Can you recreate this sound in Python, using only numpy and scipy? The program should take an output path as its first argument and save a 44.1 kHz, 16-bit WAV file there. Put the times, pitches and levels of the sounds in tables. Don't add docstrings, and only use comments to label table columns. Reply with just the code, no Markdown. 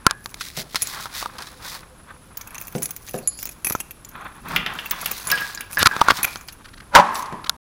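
import sys
import numpy as np
from scipy import signal
from scipy.fft import rfft, irfft, next_fast_len
from scipy.io import wavfile
from scipy.ndimage import uniform_filter1d

SR = 44100
rng = np.random.default_rng(int(sys.argv[2]) if len(sys.argv) > 2 else 0)


def master(y):
    cut = np.clip(np.atleast_2d(y).T, -1, 1)
    pcm = np.round(cut * 32767)
    wavfile.write(sys.argv[1], SR, pcm.astype(np.int16))


N = 343098
TIME = np.arange(N) / SR
AGE = TIME[:SR * 3 // 4]

# f/Hz, level/dB
CRACK_SPECTRUM = [(500, -19.5), (1500, -4), (2800, -10.5), (4200, -3), (6000, -10), (8000, -17.5),
                  (11000, -13.5), (16000, -37.5)]
# f/Hz, level/dB, t60/s
BUNCH_MODES = [(6410, 2.5, 0.0033), (6980, -1.5, 0.006), (8040, -8, 0.0087), (8970, -8, 0.0097),
               (10300, -17.5, 0.007), (10900, -12.5, .035), (11210, 2, 0.0083), (12600, -13, 0.029),
               (14200, -6.5, 0.018), (14600, -2.5, 0.025)]
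# centre t/s, length/s, level/dB
BUNCH_SHIFTS = [(0.28, 0.15, -55.5), (2.68, 0.48, -47), (3.126, 0.15, -45.5), (3.454, 0.13, -42),
                (3.749, 0.14, -43), (4.295, 0.37, -62.5), (4.814, 0.17, -50), (5.052, 0.14, -41.5),
                (5.299, 0.26, -41), (5.777, 0.13, -39.5), (6.444, 0.24, -54), (7.186, 0.099, -42)]


def from_db(db):
    return 10 ** (np.asarray(db) / 20)


def unit_rms(x):
    return x / np.sqrt(np.mean(x ** 2) + 1e-20)


def unit_peak(x):
    return x / np.sqrt(2 * uniform_filter1d(x ** 2, size=44).max() + 1e-20)


def add(track, t_s, sound):
    start = max(round(t_s * SR), 0)
    track[start:start + len(sound)] += sound[:N - start]


def decay(t60_s):
    return from_db(-60 * np.minimum(AGE / t60_s, 5))


def envelope(curve):
    t_s, db = np.transpose(curve)
    return from_db(np.interp(TIME, t_s, db, left=-120, right=-120))


def swells(moves):
    return sum(from_db(db) / (1 + (2 * (TIME - t_s) / length_s) ** 4) for t_s, length_s, db in moves)


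def drift(rate_hz):
    knots = rng.standard_normal(N // 10)
    return unit_rms(np.interp(TIME * rate_hz, np.arange(len(knots)), knots))


def noise(spectrum, size=len(AGE)):
    hz, db = np.transpose(spectrum)
    padded = next_fast_len(size)
    bins_hz = np.maximum(np.fft.rfftfreq(padded, 1 / SR), 1)
    skirts = np.minimum(bins_hz / hz[0], 1) ** 2 * np.minimum(hz[-1] / bins_hz, 1) ** 2
    gain = from_db(np.interp(np.log(bins_hz), np.log(hz), db)) * skirts
    return unit_rms(irfft(rfft(rng.standard_normal(padded)) * gain, padded)[:size])


def treble(x, cutoff_hz=5000):
    return signal.sosfilt(signal.butter(2, cutoff_hz, "high", fs=SR, output="sos"), x)


def ring(force, modes, scatter_db=2.5, detune=0):
    out = 0
    for hz, db, t60_s in modes:
        angle = 2 * np.pi * hz * (1 + detune * rng.uniform(-1, 1)) / SR
        radius = from_db(-60 / (t60_s * SR))
        gain = from_db(db + scatter_db * rng.uniform(-1, 1))
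        feedback = [1, -2 * radius * np.cos(angle), radius ** 2]
        out = out + gain * signal.lfilter([0, np.sin(angle)], feedback, force + 1e-18)
    return out


def chatter(t60_s, rate_hz):
    rebounds = rng.random(len(AGE)) < rate_hz / SR
    force = rebounds * rng.normal(0, 0.69, len(AGE)) * decay(t60_s)
    force[0] = 1
    return force + 1e-18


def bursts(blows, spectrum, t60_s):
    out = np.zeros(N)
    for t_s, db in blows:
        add(out, t_s, from_db(db) * unit_peak(noise(spectrum) * decay(t60_s)))
    return out


def struck(blows, modes, rattle_s):
    out = np.zeros(N)
    for t_s, db in blows:
        add(out, t_s, from_db(db) * unit_peak(ring(chatter(rattle_s, rate_hz=1200), modes)))
    return out


def room(x, t60_s, wet_db):
    tail = noise([(150, 8), (1500, 2), (5000, -5), (15000, -7.5)]) * decay(t60_s) * (AGE > 0.004)
    return x + from_db(wet_db) * signal.fftconvolve(x, tail / np.linalg.norm(tail))[:N]


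def electronics(hiss_db=-48, whine_db=-59):
    # f/Hz, level/dB
    hiss_spectrum = [(12, -30), (20, 3.5), (48, 5), (248, -4), (485, -11.5), (1190, -19), (2020, -23),
                     (2320, -21.5), (7730, -27), (9140, -26.5), (9950, -48), (10800, -22.5), (16000, -41.5)]
    whine = noise([(9000, -38), (9850, -17.5), (10020, -1), (10200, -18.5), (11000, -41.5)], N)
    return from_db(hiss_db) * noise(hiss_spectrum, N) + from_db(whine_db) * whine


def handling(fidget_db=-57.5, sleeve_follow_db=-14, rub_grain_db=3, shuffle_grain_db=4.17):
    # centre t/s, length/s, level/dB
    strokes = [(0.452, 0.097, -36.5), (0.592, 0.054, -28.5), (0.782, 0.14, -41), (0.914, 0.13, -34),
               (1.031, 0.059, -35.5), (1.191, 0.1, -30.5), (1.44, 0.22, -48), (1.705, 0.13, -34),
               (3.08, 0.017, -39), (4.542, 0.12, -40.5), (4.807, 0.19, -47.5), (5.115, 0.22, -37),
               (5.43, 0.23, -37.5), (5.988, 0.21, -40), (6.169, 0.072, -33), (6.29, 0.15, -41),
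               (7.197, 0.065, -42)]
    shuffles = [(0.085, 0.089, -43.5), (0.97, 0.14, -39), (1.28, 0.34, -42.5), (1.7, 0.17, -43.5),
                (2.11, 0.06, -47), (2.52, 0.31, -51), (4.22, 0.14, -40), (4.53, 0.08, -31),
                (4.85, 0.54, -38), (5.37, 0.22, -36.5), (6.05, 0.43, -36.5)]
    # t/s, level/dB
    tick_events = [(0.409, -19), (0.757, -9.5), (1.384, -25), (1.404, -34), (1.422, -24), (1.469, -30.5),
                   (6.485, -26), (7.154, -20), (7.259, -31.5)]
    footfalls = [(0.575, -22), (2.751, -14.5), (3.142, -15.5), (7.325, -22.5)]
    # f/Hz, level/dB
    cloth_spectrum = [(2000, 4), (2900, -2.5), (3800, 5.5), (5000, 3), (7500, -4), (11000, -4), (12500, -7),
                      (15500, -4.5)]
    slide_spectrum = [(59, -31.5), (100, -13), (171, -2.5), (275, -13), (499, -12.5), (1060, 1.5),
                      (1610, -2), (2110, -11), (2450, -9), (2930, -19), (3500, -15), (4550, -27.5),
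                      (7700, -120)]
    tread_spectrum = [(60, -23), (120, -3.5), (190, 1.5), (330, -9.5), (620, -2), (900, -12.5),
                      (2000, -20.5), (6000, -31.5)]
    grain = unit_rms(from_db(rub_grain_db * drift(450)))
    pressure = swells(strokes) + from_db(sleeve_follow_db) * swells(BUNCH_SHIFTS)
    rub = pressure * noise(cloth_spectrum, N) * grain
    motion = swells(shuffles) + from_db(fidget_db)
    shuffle = motion * noise(slide_spectrum, N) * from_db(shuffle_grain_db * drift(90))
    ticks = bursts(tick_events, CRACK_SPECTRUM, t60_s=0.055)
    steps = room(bursts(footfalls, tread_spectrum, t60_s=0.028), t60_s=0.29, wet_db=-7.5)
    return rub + shuffle + ticks + steps


def camera_case(ring_gain_db=1, thump_gain_db=6, crack_gain_db=7, push_s=0.00071):
    # t/s, ring level/dB, thump level/dB, crack level/dB, main ring f/Hz
    knocks = [(0.066, 3.5, -6, 0.5, 1320), (0.11, -19.5, -36, -14, 1130), (0.259, -21, -38, -25.5, 1160),
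              (0.343, -53, -57, -27.5, 1350), (0.746, -18, -29, -25.5, 1300),
              (0.758, -19.5, -37, -18.5, 1330), (1.057, -19, -58, -30, 1290),
              (1.227, -16.5, -49, -27, 1130), (1.259, -14, -33.5, -27.5, 1200),
              (3.708, -20, -22, -32, 1240), (3.751, -9.5, -19, -43, 1310), (5.829, -5.5, -17, -6.5, 1430),
              (5.859, 0.5, -18, -0.5, 1400), (5.870, 2.5, -25, -3.5, 1270),
              (5.965, -12.5, -26, -26.5, 1360), (6.015, 6, -30, -11.5, 1162),
              (6.085, 5.5, -18.5, -14, 1410), (6.105, 2.5, -19, -26, 1420),
              (6.118, -13.5, -19.5, -23, 1330), (6.358, -25, -51, -26, 1350), (7.4954, -16, -37, -6, 1410)]
    # f/Hz, level/dB, t60/s
    shell_modes = [(1100, 12.5, 0.026), (1372, 18.5, 0.021), (1750, -39, 0.0067), (4200, -44, 0.0054)]
    # start t/s, length/s, level/dB
    skids = [(0.095, 0.0068, -36), (0.409, 0.009, -48), (0.959, 0.034, -38.5), (5.791, 0.037, -18.5),
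             (5.856, 0.015, -10.5), (6.009, 0.0053, -19), (6.077, 0.019, -24), (6.1, 0.0095, -11.5),
             (6.237, 0.012, -28.5), (6.645, 0.015, -40), (6.682, 0.0088, -44.5), (6.733, 0.0095, -43),
             (6.772, 0.01, -43), (6.802, 0.005, -38.5), (7.442, 0.0039, -29.5), (7.461, 0.01, -32)]
    # f/Hz, level/dB
    skid_spectrum = [(100, 3), (800, -15), (1400, 6.5), (2600, -4), (4300, -1.5), (7000, -16.5),
                     (11000, -22), (16000, -24)]
    out = np.zeros(N)
    push = unit_peak((1 - AGE / push_s / 2) * AGE * np.exp(-AGE / push_s))
    for t_s, ring_db, thump_db, crack_db, ring_hz in knocks:
        grip_ratio = ring_hz / shell_modes[1][0]
        gripped = [(hz * grip_ratio, db, t60_s) for hz, db, t60_s in shell_modes]
        force = chatter(0.003, rate_hz=1500)
        shell = from_db(ring_db + ring_gain_db) * unit_peak(ring(force, gripped, detune=0.02))
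        thump = from_db(thump_db + thump_gain_db) * push
        crack = from_db(crack_db + crack_gain_db) * unit_peak(noise(CRACK_SPECTRUM) * decay(0.0088))
        add(out, t_s, shell - thump + crack)
    for t_s, length_s, db in skids:
        swell = np.interp(AGE, [0, length_s, length_s + 0.0054], [0.5, 1.2, 0])
        add(out, t_s, from_db(db) * noise(skid_spectrum) * swell)
    return out


def lock():
    # t/s, level/dB
    twangs = [(0.069, -22.5), (5.320, -8.5), (5.340, -24.5), (5.415, -17.5), (5.575, -23), (5.772, -8.5),
              (5.912, -14)]
    bolt_blows = [(4.562, -6), (4.663, -11.5), (4.788, -18.5), (4.911, -15), (5.058, -19.5), (5.302, -15),
                  (5.376, -20), (5.607, -24.5)]
    latch_pings = [(4.910, -24), (5.316, -10.5), (5.381, -31), (5.422, -28.5), (5.576, -22.5),
                   (5.771, -21.5)]
    releases = [(6.244, -15)]
    # f/Hz, level/dB, t60/s
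    knob_modes = [(1200, -20, 0.12), (1468, -10, .05), (1596, 6, 0.07), (1662, 23, 0.044), (1840, -1, .05),
                  (1830, -2.5, 0.056), (2300, -5.5, 0.14), (2380, -22.5, 0.086)]
    latch_modes = [(2984, -22, 0.041), (3980, -6.5, 0.048), (4770, 3, 0.023), (5200, 0, 0.02)]
    plate_modes = [(2360, 0, 0.08), (1420, -15, 0.1)]
    # f/Hz, level/dB
    bolt_spectrum = [(59, -26), (100, -15.5), (251, -15.5), (507, -18), (1300, -5), (2780, 0.5),
                     (3610, -4.5), (4230, -17), (5830, -17), (7720, -53.5), (8890, -54.5), (10900, -28),
                     (12000, -22.5), (15600, -50), (22000, -120)]
    # t/s, level/dB
    pull_curve = [(4.42, -46.5), (4.52, -38), (4.58, -33.5), (4.66, -43.5), (4.85, -61)]
    clacks = bursts(bolt_blows, bolt_spectrum, t60_s=0.056)
    metal = struck(twangs, knob_modes, rattle_s=0.063)
    metal += struck(latch_pings, latch_modes, rattle_s=0.016)
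    metal += struck(releases, plate_modes, rattle_s=0.015)
    rumble = noise([(28, -5.5), (60, -0.5), (100, -15.5), (165, 2), (300, -8.5), (600, -20.5)], N)
    return room(clacks + metal, t60_s=0.4, wet_db=-8) + envelope(pull_curve) * rumble


def key_stir(key_count=4, touch_rate_hz=700, grit_db=-3):
    out = 0
    for _ in range(key_count):
        touches = (rng.random(N) < touch_rate_hz / SR) * rng.standard_normal(N)
        force = touches * from_db(12 * np.minimum(drift(45), 1.7)) + 1e-18
        grit = from_db(grit_db) * unit_rms(treble(force))
        out = out + unit_rms(ring(force, BUNCH_MODES, detune=0.04)) + grit
    return swells(BUNCH_SHIFTS) * unit_rms(out)


def light_clinks(rate_hz=24, above_shift_db=17, spread_db=4.5, body_db=-6):
    rows = []
    for centre_s, length_s, shift_db in BUNCH_SHIFTS:
        count = max(round(length_s * rate_hz), 1)
        for k, (jitter, force, pick) in enumerate(rng.random((count, 3))):
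            t_s = centre_s + length_s * ((k + jitter) / count - 0.5)
            db = shift_db + above_shift_db + spread_db * (2 * force - 1)
            lead_hz = BUNCH_MODES[int(pick * len(BUNCH_MODES))][0]
            rows.append((t_s, db, lead_hz, body_db))
    return rows


def key_clinks(clink_gain_db=-1, body_gain_db=-3, contact_db=-7, lead_db=1, lead_t60_s=0.0073):
    # t/s, level/dB, lead f/Hz, relative body level/dB
    hard_clinks = [(0.8205, -7.5, 10900, -21), (0.825, -13.5, 10900, -13), (0.8713, -18.5, 6900, -26),
                   (2.372, -17.5, 15500, -26), (2.412, -24, 6200, -8), (2.5524, -27, 6260, -2),
                   (2.581, -23, 6360, -4), (2.613, -20, 16000, -6), (2.6713, -24, 14200, -17),
                   (2.822, -14.5, 15800, -13), (2.83, -15.5, 10900, -30), (2.857, -14.5, 10900, -31),
                   (2.9076, -17.5, 14860, -16), (2.964, -21, 13700, -18), (3.428, -17, 14200, -11),
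                   (3.455, -14, 15500, -17), (3.6464, -11.5, 10900, -8.5), (3.6687, -12.5, 10900, -0.5),
                   (3.699, -13, 11100, -8.5), (3.7227, -12, 11600, -14), (3.8025, -14.5, 10900, -7),
                   (3.909, -24.5, 11650, -2.5), (4.0484, -28, 6980, -24), (4.0894, -30.5, 12600, -25),
                   (4.484, -28.5, 12300, 3), (4.5609, -19, 11900, 2), (4.8596, -21, 14200, 4),
                   (4.9098, -8, 15900, -33), (5.0589, -10.5, 11500, -22), (5.113, -13.5, 14200, -7.5),
                   (5.271, -16.5, 10900, -21), (5.3017, -16.5, 9500, -16), (5.3149, -8, 14700, -5),
                   (5.5486, -18.5, 6980, -16), (5.6082, -17, 10560, -8), (5.7916, -9, 11600, -17),
                   (6.2306, -9.5, 10700, -8), (6.2464, -13.5, 11800, 4)]
    # t/s, level/dB
    pings = [(0.820, -16.5), (2.83, -18.5), (3.179, -31), (3.2746, -8), (3.375, -32), (5.272, -18.5)]
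    # f/Hz, level/dB, t60/s
    bending_modes = [(2572, 8, 0.022), (3400, 6.5, 0.0042), (4400, 4.5, 0.0031)]
    free_modes = [(2410, -25.5, 0.069), (7000, 1.5, 0.077), (10860, 8.5, 0.081), (14000, -25, .03)]
    out = np.zeros(N)
    for t_s, db, lead_hz, body_db in list(hard_clinks) + light_clinks():
        force = chatter(0.03, rate_hz=5100)
        bunch = unit_peak(ring(force, BUNCH_MODES, detune=0.03))
        lead = from_db(lead_db) * unit_peak(ring(force, [(lead_hz, 0, lead_t60_s)]))
        contact = from_db(contact_db) * unit_peak(treble(force))
        body = from_db(body_db + body_gain_db) * unit_peak(ring(force, bending_modes, detune=0.09))
        add(out, t_s, from_db(db + clink_gain_db) * (unit_peak(bunch + lead + contact) + body))
    for t_s, db in pings:
        add(out, t_s, from_db(db) * unit_peak(ring(AGE == 0, free_modes, scatter_db=0)))
    return out


def hum(pitch_hz=511, waver_hz=45):
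    # t/s, level/dB
    hum_curve = [(1.18, -64), (1.26, -51), (1.7, -55), (2.2, -57), (2.35, -68)]
    return envelope(hum_curve) * drift(waver_hz) * np.sin(2 * np.pi * pitch_hz * TIME)


def key_rasps(grain_db=4):
    # start t/s, length/s, level/dB
    drags = [(2.824, .036, -32), (3.645, .018, -24), (3.668, .036, -28), (6.230, .022, -24)]
    # f/Hz, level/dB, t60/s
    dragged_modes = [(2550, -10, 0.052), (6200, -2.5, 0.014), (10900, 7, 0.0078), (11600, 15, 0.004)]
    out = np.zeros(N)
    for t_s, length_s, db in drags:
        friction = rng.standard_normal(len(AGE)) * from_db(grain_db * drift(300)[:len(AGE)])
        gate = np.interp(AGE, [0, 0.002, length_s, length_s + 0.005], [0, 1, 1, 0])
        add(out, t_s, from_db(db) * unit_rms(ring(friction, dragged_modes)) * gate)
    return out


def key_slip(width_hz=1100):
    # t/s, f/Hz, level/dB
    path = [(3.22, 4360, -58), (3.30, 4620, -50), (3.37, 4700, -50), (3.43, 5300, -45), (3.47, 5600, -48)]
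    t_s, hz, db = np.transpose(path)
    phase = 2 * np.pi * np.cumsum(np.interp(TIME, t_s, hz)) / SR
    return envelope(np.c_[t_s, db]) * unit_rms(drift(width_hz) * np.sin(phase))


def door_slam(leaf_db=-8, crack_db=-5, seal_db=-12, seal_s=0.008, hall_db=-15.5, hall_t60_s=1.16):
    # t/s, level/dB
    bangs = [(6.951, 6), (6.958, 9), (6.976, -2), (6.987, -1.5), (6.998, -4)]
    # f/Hz, level/dB, t60/s
    leaf_modes = [(181.5, -7.5, 0.31), (227, -13, 0.6), (573, -13.5, .22), (583, -2, 0.24), (763, 1, 0.27),
                  (824, -1, 0.22), (850, -10.5, .16), (890, -10, 0.21), (970, -6.5, 0.24), (1310, -3, 0.33)]
    # f/Hz, level/dB
    slam_spectrum = [(24, -41.5), (40, -18.5), (104, -29.5), (180, -7.5), (382, -31), (600, 1), (680, -15),
                     (770, -7.5), (1020, 7.5), (1150, -4.5), (1370, -2), (1760, -11), (5050, -26),
                     (16000, -46)]
    hall_spectrum = [(76, -50), (130, -28), (176, -24), (437, -17.5), (508, -23.5), (591, -12),
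                     (701, -14.5), (1040, 2), (1470, -17.5), (1580, -13), (2790, -26.5), (12000, -48),
                     (15600, -77.5), (22000, -120)]
    latch_spectrum = [(2500, -16.5), (4200, -1.5), (5500, -0.5), (7000, -8.5), (12000, -14.5)]
    shut_s = bangs[0][0]
    out = bursts(bangs, slam_spectrum, t60_s=0.069)
    out += from_db(leaf_db) * struck(bangs, leaf_modes, rattle_s=0.002)
    out += bursts([(shut_s, crack_db)], latch_spectrum, t60_s=0.071)
    out += from_db(seal_db) * noise(slam_spectrum, N) * np.exp(-np.abs(TIME - shut_s) / seal_s)
    add(out, shut_s, from_db(hall_db) * noise(hall_spectrum) * decay(hall_t60_s))
    return out


def scene():
    case = camera_case()
    keys = room(key_clinks() + key_stir() + key_rasps() + key_slip(), t60_s=0.43, wet_db=-16)
    return (case + keys + lock() + door_slam() + handling() + hum() + electronics())[None]


def record(dry):
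    switch_off_s, cutoff_hz = 7.566, 15850
    clipped = np.clip(dry, -1, 1) * (TIME < switch_off_s)
    return signal.sosfilt(signal.ellip(10, 0.2, 70, cutoff_hz, fs=SR, output="sos"), clipped)


dry = scene()
out = record(dry)
master(out)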